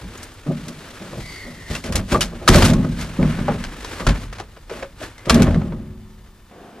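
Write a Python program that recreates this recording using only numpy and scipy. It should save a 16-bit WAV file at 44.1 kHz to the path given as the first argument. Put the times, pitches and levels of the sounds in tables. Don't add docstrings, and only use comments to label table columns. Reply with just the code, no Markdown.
import sys
import numpy as np
from scipy import signal
from scipy.fft import rfft, irfft, next_fast_len
from scipy.io import wavfile
from scipy.ndimage import map_coordinates

SR = 44100
rng = np.random.default_rng(int(sys.argv[2]) if len(sys.argv) > 2 else 0)


def dump(signal):
    limited = np.clip(np.atleast_2d(signal).T, -1, 1)
    pcm = np.round(limited * 32767).astype(np.int16)
    wavfile.write(sys.argv[1], SR, pcm)


N = 299880
TIME = np.arange(N) / SR
DOOR_SHUT_S, HALLWAY_START_S = 5.29, 6.512
CLICK_CREST_DB, THUD_CREST_DB, KNOCK_CREST_DB = 9.5, 5, 8

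# (frequency [Hz], relative level [dB])
CAB_HUSH = [(20, -1.5), (45, -7.5), (120, -16), (250, -28), (470, -34), (1200, -30.5), (2500, -68),
            (3800, -45), (8000, -48), (15400, -49)]
HALLWAY_AIR = [(25, -11), (130, -12.5), (220, -4.5), (310, -8.5), (460, -8.5), (600, -16), (710, -7.5),
               (850, -18.5), (1500, -20), (2100, -26.5), (4500, -34.5), (15400, -48)]
CLOTH_RUSTLE = [(100, -21.5), (250, 4.5), (500, -0.5), (750, -5), (1580, -3.5), (2400, -8), (3500, -14.5),
                (4600, -26.5), (7700, -120)]
CLOTH_FIZZ = [(1500, -11.5), (3000, -3.5), (4000, -3), (8800, -11.5), (12500, -19), (15500, -26.5)]
STEEL_CLICK = [(150, -38), (450, -4.5), (800, -7), (1270, -2.5), (1600, -3.5), (2700, -7.5), (5500, -10),
               (9300, -19), (11900, -25), (14000, -36.5), (15500, -67)]

# (pitch [Hz], width [Hz], gain per pass [dB])
PANEL_NOTES = [(121.2, 20, -3.5), (151.5, 12.7, 1.5), (185.8, 24.4, -0.5), (207.1, 18.5, 0.5),
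               (234.1, 24.7, 0.5), (256.4, 30, -1), (285.2, 23.8, -3.5)]
DEEP_NOTES = [(26.5, 14, -1), (50.7, 24, 1), (83.6, 10.8, 2), (105.2, 30, -2.5)]
TRIM_NOTES = [(345.6, 55, 0), (462, 49.6, -2.5), (532.6, 36, -1), (585, 34.3, 0), (647.7, 59, -3.5),
              (824, 75, -3), (940, 325, -8), (1125, 183, -5.5), (1261, 64, -7)]
ROOF_NOTES = [(83.5, 1.6, -9), (141.4, 1.6, -2.5), (170, 1.54, 4), (213, 1.4, -2.5), (238.7, 4.4, -9),
              (370.4, 1.23, -9.5)]

# (pitch [Hz], level [dB])
WHINE_TONES = [(899, -69.5), (1782, -68.5), (2998, -72), (3564, -71), (4797, -75)]
# (time [s], level [dB])
SWAY_LEVELS = [(0, -37), (0.4, -43), (0.62, -44.5), (0.9, -47), (1.5, -43), (2.4, -38), (3.1, -31),
               (3.75, -40), (4.3, -31.5), (4.55, -46), (4.9, -45), (5.2, -47), (5.9, -35), (6.5, -57)]
# (time [s], level [dB], treble share [dB])
STIR_LEVELS = [(0, -43.5, -5.5), (0.42, -48.5, -5.5), (0.55, -43.5, -6.5), (0.72, -44, -5.5),
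               (1.06, -41, -7), (1.27, -45, 0), (1.6, -47, -2.5), (2.07, -53.5, 2), (2.3, -43.5, -8),
               (2.77, -38.5, -9), (2.97, -42, -5.5), (3.33, -34, -11), (3.75, -41, -7.5), (3.93, -38, -4),
               (4.04, -42.5, -3.5), (4.24, -41, -6), (4.3, -48.5, -9), (4.68, -56.5, -4),
               (5.2, -49.5, -8.5), (5.5, -42.5, -8.5), (5.85, -54.5, -10), (6.1, -58, -5.5)]
# (time [s], hold [s], level [dB], treble share [dB])
DRAGS = [(0.14, 0.1, -42, -8), (1.709, 0.05, -36, -2), (1.875, 0.0074, -34, -9.5),
         (1.95, 0.042, -33.5, -15), (2.129, 0.003, -25, -4.5), (2.53, 0.064, -21, -4),
         (2.625, 0.032, -21, -3), (2.995, 0.031, -36, -4.5), (3.86, 0.14, -38, -12.5),
         (4.1, 0.058, -35, -21), (4.721, 0.1, -39, -8.5), (5.027, 0.013, -34, -6),
         (5.309, 0.04, -25.5, -13.5), (5.37, 0.072, -28, -12.5)]
# (time [s], level [dB], upper whistle share [dB], pitch [Hz])
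BELT_RUN = [(1.2, -50, -21, 2025), (1.27, -41.5, -5, 2097), (1.45, -39, -9.5, 1994), (1.49, -47, -20, 1996),
            (1.54, -47.5, -26, 1974), (1.68, -43, -27, 1940), (1.76, -39, -27, 1900)]
# (time [s], level [dB], pitch [Hz], time to fade 60 dB [s])
KNOCKS_AND_CREAK = [(0.177, -34, 6900, .05), (0.229, -33, 8800, 0.078), (1.13, -22, 600, 0.06),
                    (1.752, -17, 2730, 0.067), (2.122, 0, 152, 0.034), (2.146, -3, 1184, 0.088),
                    (2.214, -9, 2970, 0.055), (2.477, 1, 1263, 0.072), (2.621, -5, 1160, .06),
                    (2.626, -13, 4840, .05), (3.482, -7, 824, 0.09), (3.849, -25, 990, 0.065),
                    (4.006, -20, 1200, 0.14), (4.068, -21, 2680, 0.042), (4.397, -25, 796, 0.086),
                    (4.714, -12.5, 470, 0.05), (4.824, -14, 552, 0.14), (5.015, -21.5, 643, 0.096),
                    (5.03, -22, 1750, 0.094), (5.175, -37, 2070, 0.27), (5.297, -3, 1130, 0.04),
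                    (5.298, -6.5, 4200, .045), (5.317, -8, 1150, 0.036), (5.325, -3, 85, 0.27),
                    (5.335, -7, 230.6, 0.47), (5.425, 0, 82.7, 0.36), (5.56, -6, 163.2, 0.47),
                    (5.421, -7, 1470, 0.036)]
# (time [s], level [dB], treble tilt [dB per octave], time for the echo to fade 60 dB [s])
HARD_HITS = [(0.175, -36, 12, 0.063), (0.2225, -34, 0, 0.075), (0.2293, -29, 6.5, 0.091),
             (0.318, -39, 1, 0.045), (0.339, -41, 11, 0.05), (0.681, -24, 3, 0.075),
             (1.1314, -22, -12, 0.09), (1.7506, -17.5, 0, 0.12), (1.839, -24, 0.5, 0.18),
             (1.8642, -32, 5, 0.081), (1.9227, -19, 2, 0.08), (1.9548, -12, 4.5, 0.11),
             (2.1461, -5, -10, 0.093), (2.2075, -4.5, 3, 0.072), (2.2153, -9.5, 2, 0.13),
             (2.4771, 2.5, -1.5, 0.11), (2.4827, -1, 3, 0.091), (2.524, -8, -4, 0.022),
             (2.545, -3.5, -1.5, 0.073), (2.557, -11.5, 3.5, 0.11), (2.585, -14, -1, .07),
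             (2.6223, -3.5, -2.5, 0.071), (2.642, -19, 1, 0.041), (2.65, -9.5, 3, 0.093),
             (2.673, -17, 0, .06), (2.6963, -12, -0.5, 0.057), (2.734, -17, 0.5, 0.073),
             (2.845, -17.5, -7, 0.04), (3.0118, -20.5, 2.5, 0.065), (3.2276, -14.5, -7, 0.085),
             (3.3863, -17.5, -7, 0.056), (3.481, -7.5, -10, 0.15), (3.6391, -16.5, -1.5, 0.074),
             (3.846, -20, -1, 0.091), (3.9974, -19, -3, 0.14), (4.0665, -8, -1.5, 0.096),
             (4.0882, -9.5, -2, .1), (4.1551, -24, -4.5, 0.081), (4.327, -24.5, -2, 0.1),
             (4.3517, -28.5, -3, 0.13), (4.383, -25, -3, 0.094), (4.3976, -19, -3, 0.09),
             (4.5643, -31.5, -4.5, 0.088), (4.6958, -22, -3.5, 0.12), (4.79, -33, -5, 0.069),
             (4.809, -32, -7, 0.092), (4.826, -17, -5.5, 0.08), (5.18, -36.5, 1, 0.13),
             (5.255, -25, -0.5, 0.076), (5.296, -2, 0.5, 0.094), (5.3025, -0.5, -15, 0.064),
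             (5.309, -9, -8, 0.036), (5.319, -20, 2, .06), (5.344, -11, 3, 0.067),
             (5.4204, -9.5, 3.5, 0.058), (5.4684, -17, -7, 0.14), (5.506, -26.5, -3.5, 0.2),
             (5.545, -19.5, -5.5, .1), (5.6136, -21.5, -7.5, 0.059), (5.7215, -21, -11, 0.073)]
# (time [s], boom level [dB], deep share [dB], trim share [dB], time for the boom to fade 60 dB [s])
SHELL_BLOWS = [(0.009, -25, 0.5, -8, 0.4), (0.462, -12.5, -24, -11.5, 0.51), (0.495, -11, -26, -5.5, 0.23),
               (0.668, -25, -3, -3, 0.43), (1.002, -28, -24, -3.5, 0.58), (1.121, -28.5, -9.5, 1, 0.36),
               (1.169, -21.5, -1, -5.5, 0.36), (1.447, -31, -3.5, -2.5, 0.85), (1.698, -16.5, 1, -6, 0.28),
               (1.839, -26.5, -3.5, 1.5, 0.85), (1.886, -20.5, 1, -6, 0.56), (1.946, -13.5, 1, -2, 0.4),
               (2.121, -14, -1, 2, 0.62), (2.318, -36.5, -1, 11, 0.4), (2.409, -32, -9, 4.5, 1),
               (2.484, -2.5, 1, -1, 0.36), (2.546, -3.5, 1.5, 1, 0.44), (2.619, -8.5, 1.5, -4.5, 0.82),
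               (2.687, -6, -10, -9.5, 0.94), (2.838, -18.5, -12, -1, 0.31), (3.187, -5.5, -6, -9.5, 0.63),
               (3.389, -17.5, -1.5, -14, 1), (3.49, -11, -13.5, -4.5, 0.28), (3.537, -22, 7.5, 2, 0.25),
               (3.657, -43, 21, -13, 0.26), (3.995, -24.5, -23, 0, 0.51), (4.067, -12.5, 7, -3, 0.28),
               (4.088, -12, 3, -8.5, 0.25), (4.4, -42, -1, 15.5, 0.25), (4.704, -32, -2, 7.5, 0.69),
               (4.828, -40, 3, 15, 0.14), (5.012, -38.5, 13.5, 1, 0.3), (5.267, -18.5, -9, 3, 0.3),
               (5.302, -9.5, 3, -8, 0.4), (5.345, -7.5, -7, -3.5, 0.59), (5.395, -6, -2, -3, 0.42),
               (5.457, -11, 3, -4, 0.72), (5.549, -9, -9, -9.5, 0.34), (5.619, -24, -7, -5, 0.97),
               (5.729, -28.5, -21, -6, 1)]
# (frequency [Hz], gain on the left-right difference [dB])
STEREO_WIDTH = [(60, -26), (200, -27), (700, -15), (2400, -9.5), (5500, -5.5), (9000, 0), (15000, 0.5)]


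def amp(db):
    return 10 ** (np.asarray(db) / 20)


def unit(x):
    return x / np.sqrt(np.mean(x ** 2) + 1e-20)


def along(points, hz):
    freqs, values = np.transpose(points)
    return np.interp(np.log(hz + 1), np.log(freqs + 1), values)


def curves(rows):
    times, *columns = np.transpose(rows)
    return [np.interp(TIME, times, column) for column in columns]


def wobble(rate):
    return map_coordinates(rng.standard_normal(int(N * rate / SR) + 4), [TIME * rate])


def filtered(x, response):
    size = x.shape[-1]
    padded = next_fast_len(size + 8192)
    return irfft(rfft(x, padded) * response(np.fft.rfftfreq(padded, 1 / SR)), padded)[..., :size]


def noise(colour, tilt_db=0, size=N):
    gain = lambda hz: amp(along(colour, hz) + tilt_db * np.log2(np.maximum(hz, 600) / 3000))
    return unit(filtered(rng.standard_normal((2, size)), gain))


def resonance(notes, hz):
    return sum((-1) ** k * amp(db) * 1j * hz * width / (pitch ** 2 - hz ** 2 + 1j * hz * width)
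               for k, (pitch, width, db) in enumerate(notes))


def ringing_noise(notes):
    return unit(filtered(rng.standard_normal((2, N)), lambda hz: resonance(notes, hz) ** 2))


def background():
    whine = sum(amp(db + 2 * wobble(27)) * np.sin(2 * np.pi * hz * TIME) for hz, db in WHINE_TONES)
    hallway = amp(-41.5 + 0.8 * wobble(15)) * noise(HALLWAY_AIR)
    cab = amp(-45) * noise(CAB_HUSH)
    return whine + np.where(TIME > HALLWAY_START_S, hallway, cab)


def cab_sway():
    return amp(curves(SWAY_LEVELS)[0]) * ringing_noise(DEEP_NOTES)


def rubbing():
    stir_db, treble_db = curves(STIR_LEVELS)
    rustle_power, fizz_power = amp(stir_db) ** 2, amp(stir_db + treble_db) ** 2
    rise_db_per_s, fall_db_per_s = 377, 257
    for start, hold, db, share_db in DRAGS:
        before, after = np.maximum(start - TIME, 0), np.maximum(TIME - start - hold, 0)
        drag_db = db - rise_db_per_s * before - fall_db_per_s * after
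        rustle_power += amp(drag_db) ** 2
        fizz_power += amp(drag_db + share_db) ** 2
    clumps_db = 1.1 * wobble(30) + 1.6 * wobble(130)
    rustle = np.sqrt(rustle_power) * amp(clumps_db) * noise(CLOTH_RUSTLE)
    fizz = np.sqrt(fizz_power) * amp(0.85 * clumps_db + 0.55 * wobble(500)) * noise(CLOTH_FIZZ)
    return rustle + fizz


def seat_belt():
    db, upper_db, hz = curves(BELT_RUN)
    running = (TIME > BELT_RUN[0][0]) & (TIME < BELT_RUN[-1][0])
    phase = 2 * np.pi * np.cumsum(hz) / SR
    fuzz = lambda: np.array([wobble(420), wobble(420)])
    whistle = lambda angle: fuzz() * np.sin(angle) + fuzz() * np.cos(angle)
    return running * amp(db) * (whistle(phase) + amp(upper_db) * whistle(2.24 * phase))


def knocks_and_creak():
    out, t = np.zeros(N + SR), np.arange(SR // 2) / SR
    attack = 1 - np.exp(-t / 0.00045)
    for start, db, hz, fade_s in KNOCKS_AND_CREAK:
        note = np.sin(2 * np.pi * hz * t)
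        neighbour = 0.5 * np.sin(2 * np.pi * 0.96 * hz * t + rng.uniform(0, 2 * np.pi))
        loudness = attack * amp(db - KNOCK_CREST_DB - 60 * t / fade_s)
        out[round(start * SR):][:len(t)] += loudness * (note + neighbour)
    rough = out[:N] * amp(2.8 * wobble(220))
    return np.array([rough, 0.4 * rough])


def hard_clicks():
    out, t = np.zeros((2, N + SR)), np.arange(SR // 4) / SR
    attack = 1 - np.exp(-t / 0.00064)
    crack_fade_s, chatter_db = 0.017, 2.5
    for start, db, tilt_db, echo_fade_s in HARD_HITS:
        crack = amp(-60 * t / crack_fade_s) * noise(STEEL_CLICK, tilt_db, size=len(t))
        echo = 1.196 * amp(-60 * t / echo_fade_s) * noise(STEEL_CLICK, tilt_db - 0.6, size=len(t))
        out[:, round(start * SR):][:, :len(t)] += amp(db - CLICK_CREST_DB) * attack * (crack + echo)
    return out[:, :N] * amp(chatter_db * wobble(300))


def cab_thuds():
    panels, deep, trim = np.zeros((3, N + 2 * SR))
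    t = np.arange(2 * SR) / SR
    swell = 1 - np.exp(-t / 0.0064)
    for start, db, deep_db, trim_db, fade_s in SHELL_BLOWS:
        for power, share_db, drop_db in ((panels, 0, 60), (deep, deep_db, 55), (trim, trim_db, 100)):
            loudness = swell * amp(db + share_db - THUD_CREST_DB - drop_db * t / fade_s)
            power[round(start * SR):][:len(t)] += loudness ** 2
    parts = ((panels, PANEL_NOTES), (deep, DEEP_NOTES), (trim, TRIM_NOTES))
    shaking = sum(np.sqrt(power[:N]) * ringing_noise(notes) for power, notes in parts)
    push_db = np.where(TIME > DOOR_SHUT_S, 8, 1.5)
    roof = filtered(amp(push_db) * shaking, lambda hz: resonance(ROOF_NOTES, hz))
    return shaking + roof


def scene():
    in_cab = TIME < HALLWAY_START_S
    contacts = in_cab * cab_thuds() + hard_clicks() + knocks_and_creak()
    movement = in_cab * (rubbing() + cab_sway()) + seat_belt()
    direct, scattered = contacts + movement + background()
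    shifted = signal.hilbert(direct).imag
    difference = 0.13 * direct - 0.68 * shifted + 1.06 * scattered
    side = filtered(difference, lambda hz: amp(along(STEREO_WIDTH, hz)))
    return np.array([direct + side, direct - side])


def record(dry):
    ceiling, low_hz, top_hz = 1.05, 18, 15570
    rounded = dry / (1 + np.abs(dry / ceiling) ** 5) ** (1 / 5)
    return filtered(rounded, lambda hz: (hz < top_hz) * hz ** 2 / (low_hz ** 2 + hz ** 2))


dry = scene()
out = record(dry)
dump(out)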